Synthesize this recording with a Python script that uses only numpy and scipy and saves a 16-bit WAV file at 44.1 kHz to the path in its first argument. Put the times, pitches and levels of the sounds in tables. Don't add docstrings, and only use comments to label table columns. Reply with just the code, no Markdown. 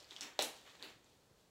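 import sys
import numpy as np
from scipy import signal
from scipy.fft import rfft, irfft
from scipy.io import wavfile

SR = 44100
rng = np.random.default_rng(int(sys.argv[2]) if len(sys.argv) > 2 else 0)


def dump(signal):
    limited = np.clip(np.atleast_2d(signal).T, -1, 1)
    pcm = np.round(limited * 32767).astype(np.int16)
    wavfile.write(sys.argv[1], SR, pcm)


N = 66150
TIME, FREQS = np.arange(N) / SR, np.fft.rfftfreq(N, 1 / SR)


def undb(db):
    return 10 ** (np.asarray(db) / 20)


def along(hz, table, column=1):
    points = np.array(table, float)
    return np.interp(np.log(hz + 1), np.log(points[:, 0]), points[:, column])


def colour(x, spectrum):
    shaped = irfft(rfft(x) * undb(along(FREQS, spectrum)), N)
    return shaped / shaped.std()


def burst(x):
    return x * np.sqrt(.005 * SR / np.sum(x ** 2))


def swell(rise_s):
    u = TIME / rise_s
    return u ** 2 * np.exp(-2 * np.minimum(u, 100))


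def delay(x, s):
    return np.pad(x, (max(int(s * SR), 0), 0))[:N]


def ping(hz, rise_s, band_hz):
    bandpass = signal.butter(4, band_hz, "band", fs=SR, output="sos")
    return burst(signal.sosfilt(bandpass, swell(rise_s) * np.sin(2 * np.pi * hz * TIME)))


def crack(s, spectrum, rise_s, tilt_db=0):
    noise = rfft(delay(swell(rise_s) * rng.standard_normal(N), s))
    white = irfft(noise / abs(noise), N) * (TIME >= s)
    octaves_above_3khz = np.log2(np.maximum(FREQS / 3000, 1))
    gain = undb(along(FREQS, spectrum) + tilt_db * octaves_above_3khz)
    cepstrum = irfft(np.log(gain), N)
    minimum_phase = np.exp(rfft(2 * cepstrum[:N // 2], N))
    return burst(irfft(rfft(white) * minimum_phase, N))


# (frequency [Hz], relative density [dB])
ROOM_TONE = [(25, -11), (38, -35.5), (50, -3), (130, -2), (250, -5), (480, -4), (700, -9.5), (1400, -15.5),
             (4000, -23), (7800, -22), (9000, -25.5), (16000, -30)]

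def room_tone(level_db=-71):
    return undb(level_db) * colour(rng.standard_normal(N), ROOM_TONE)


# (frequency [Hz], reverberation time T60 [s], band gain [dB])
REVERB = [(121, .45, -12.5), (262, 0.27, -1), (417, 0.35, -4.5), (650, 0.42, -8.5), (1050, 0.4, -5.5),
          (2030, 0.28, 1.5), (3900, 0.31, -0.5), (8150, 0.28, -1.5), (15900, 0.29, 1.5)]

def reverberation(x, gap_s=.004, build_s=.0053):
    noise, tail = rfft(rng.standard_normal(N)), 0
    centres = 62.5 * 2 ** np.arange(0, 8.5, .5)
    for hz, pick in zip(centres, np.eye(len(centres))):
        share = np.interp(np.log(FREQS + 1), np.log(centres), pick)
        envelope = (1 - np.exp(-TIME / build_s)) * np.exp(-np.log(1000) * TIME / along(hz, REVERB))
        band = irfft(noise * share, N) * envelope
        band *= np.sqrt(np.mean(share ** 2) / np.sum(band ** 2))
        tail += band * undb(along(hz, REVERB, column=2))
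    return signal.fftconvolve(x, delay(tail, gap_s))[:N]


# (delay [s], gain [dB])
REFLECTIONS = [(.0050, -7.5), (.0085, -9.5), (0.0196, -14), (0.023, -13.5)]

def early_reflections(direct):
    return sum(undb(db) * delay(direct, s) for s, db in REFLECTIONS)


# (time [s], frequency [Hz], level [dB])
LOW_BUMPS = [(.95, 120.5, -65.5), (1.304, 128, -64)]

def bumps(rise_s=.0064):
    return sum(undb(db) * delay(ping(hz, rise_s, (hz / 2, hz * 2)), s) for s, hz, db in LOW_BUMPS)


# (time [s], level [dB])
RUB_LEVELS = [(0, -64), (.09, -71), (.12, -59), (.15, -64.5), (.2, -61.5), (.26, -54.5), (.34, -63),
              (.385, -65.5), (.5, -63.5), (.64, -72), (.675, -59), (.72, -67), (.755, -62.5), (.785, -71.5),
              (.82, -58.5), (.9, -60.5), (.99, -73.5), (1.5, -110)]
STRETCH_LEVELS = [(0, -55), (.06, -70.5), (.13, -62), (.19, -64), (.36, -76), (.5, -63), (.565, -60.5),
                  (.64, -68.5), (.71, -66.5), (.8, -69.5), (.9, -66.5), (1.02, -79.5), (1.065, -73),
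                  (1.14, -72), (1.2, -78), (1.35, -80), (1.405, -74), (1.5, -83.5)]
# (frequency [Hz], relative level [dB])
RUB_SPECTRUM = [(40, -42), (120, -27), (290, 5.5), (550, 5), (850, 7.5), (1300, 5.5), (2200, 3.5),
                (3600, 2), (5000, -13.5), (7500, -5), (9000, -30), (16000, -21)]
STRETCH_SPECTRUM = [(60, -27), (500, 8), (2000, -9), (3000, 3), (4200, 5), (5500, 0), (7600, -2),
                    (9000, -9), (16000, -18.5)]

def friction(levels, spectrum, slips_per_s=2800, spread_db=2, room_db=2):
    slips = (rng.random(N) < slips_per_s / SR) * rng.standard_normal(N)
    slips *= undb(spread_db * rng.standard_normal(N))
    sound = colour(slips + undb(room_db) * reverberation(slips), spectrum)
    return sound * undb(np.interp(TIME, *np.array(levels).T))


# (frequency [Hz], relative level [dB])
CRACK_SPECTRUM = [(150, -14), (1000, -13), (2600, -15), (3500, 2.5), (5500, 9.5), (7800, 4.5), (8800, -2),
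                  (11000, -6.5), (13500, -19.5), (16000, -34)]

def rubber_crack(s, rise_s, tilt_db):
    return crack(s, CRACK_SPECTRUM, rise_s, tilt_db)


def membrane_ping(s, hz, rise_s):
    return delay(ping(hz, rise_s, (.8 * hz, 1.23 * hz)), s)


# (time [s], ping frequency [Hz], ping level [dB])
SLIPS = [(.003, 5340, -64.5), (0.0439, 4470, -62), (0.104, 3600, -66), (.1088, 3590, -52.5),
         (.1220, 3730, -66), (0.1635, 3340, -48), (0.175, 3220, -69), (0.183, 5700, -67),
         (.696, 3700, -63.5), (0.754, 3880, -66.5), (.797, 3580, -63.5), (1.044, 7200, -72.5)]

def ticks(rise_s=.0004):
    return sum(undb(db) * (membrane_ping(s, hz, rise_s) + undb(-4.5) * rubber_crack(s, rise_s, -13.5))
               for s, hz, db in SLIPS)


# (frequency [Hz], relative level [dB])
FLAP_SPECTRUM = [(60, -37), (130, -12), (230, -1), (450, 0.5), (950, -3), (1400, -3.5), (2000, -5),
                 (2900, 0.5), (4500, -15), (8000, -21)]
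# (time [s], ping level [dB], ping rise [s], slap frequency [Hz], slap level [dB], flap level [dB],
# crack level [dB], crack rise [s], crack tilt above 3 kHz [dB/octave],
# shading of direct slap and flap [dB], gain into the room [dB])
CUFF_SNAPS = [(0.209, -59.5, 0.00035, 333, -55.5, -44.5, -42.5, 0.00036, -4, -17, 1.5),
              (0.3907, -33.5, 0.00044, 595, -29, -34, -39.5, 0.00046, -2.5, -2.5, 1),
              (0.4225, -52, 0.00033, 474, -40.5, -39.5, -36.5, 0.0013, 14, -11, -1),
              (0.8256, -46.5, 0.00018, 390, -51, -46.5, -58.5, 0.0002, 10, -28, 0)]

def cuff_snaps(cuff_hz=3980, slap_band_hz=(223.5, 1110), slap_lag_s=.00045):
    direct, into_room = 0, 0
    for (s, ping_db, ping_rise_s, slap_hz, slap_db, flap_db,
         crack_db, crack_rise_s, tilt_db, shade_db, room_db) in CUFF_SNAPS:
        rubber = undb(ping_db) * membrane_ping(s, cuff_hz, ping_rise_s)
        rubber += undb(crack_db) * rubber_crack(s, crack_rise_s, tilt_db)
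        slap = undb(slap_db) * delay(ping(slap_hz, rise_s=.00082, band_hz=slap_band_hz), s + slap_lag_s)
        flap = undb(flap_db) * crack(s, FLAP_SPECTRUM, rise_s=.001246)
        direct += rubber + undb(shade_db) * (slap + flap)
        into_room += undb(room_db) * (rubber + slap + flap)
    return direct, into_room


def scene():
    snaps, snaps_into_room = cuff_snaps()
    ticking = ticks()
    direct = snaps + ticking
    rubbing = friction(RUB_LEVELS, RUB_SPECTRUM) + friction(STRETCH_LEVELS, STRETCH_SPECTRUM)
    background = room_tone() + bumps()
    diffuse = reverberation(snaps_into_room + undb(-5) * ticking)
    return (background + diffuse + early_reflections(direct) + rubbing + direct)[None]


def record(dry):
    return signal.sosfilt(signal.ellip(10, .2, 70, 15750, fs=SR, output="sos"), dry)


dry = scene()
out = record(dry)
dump(out)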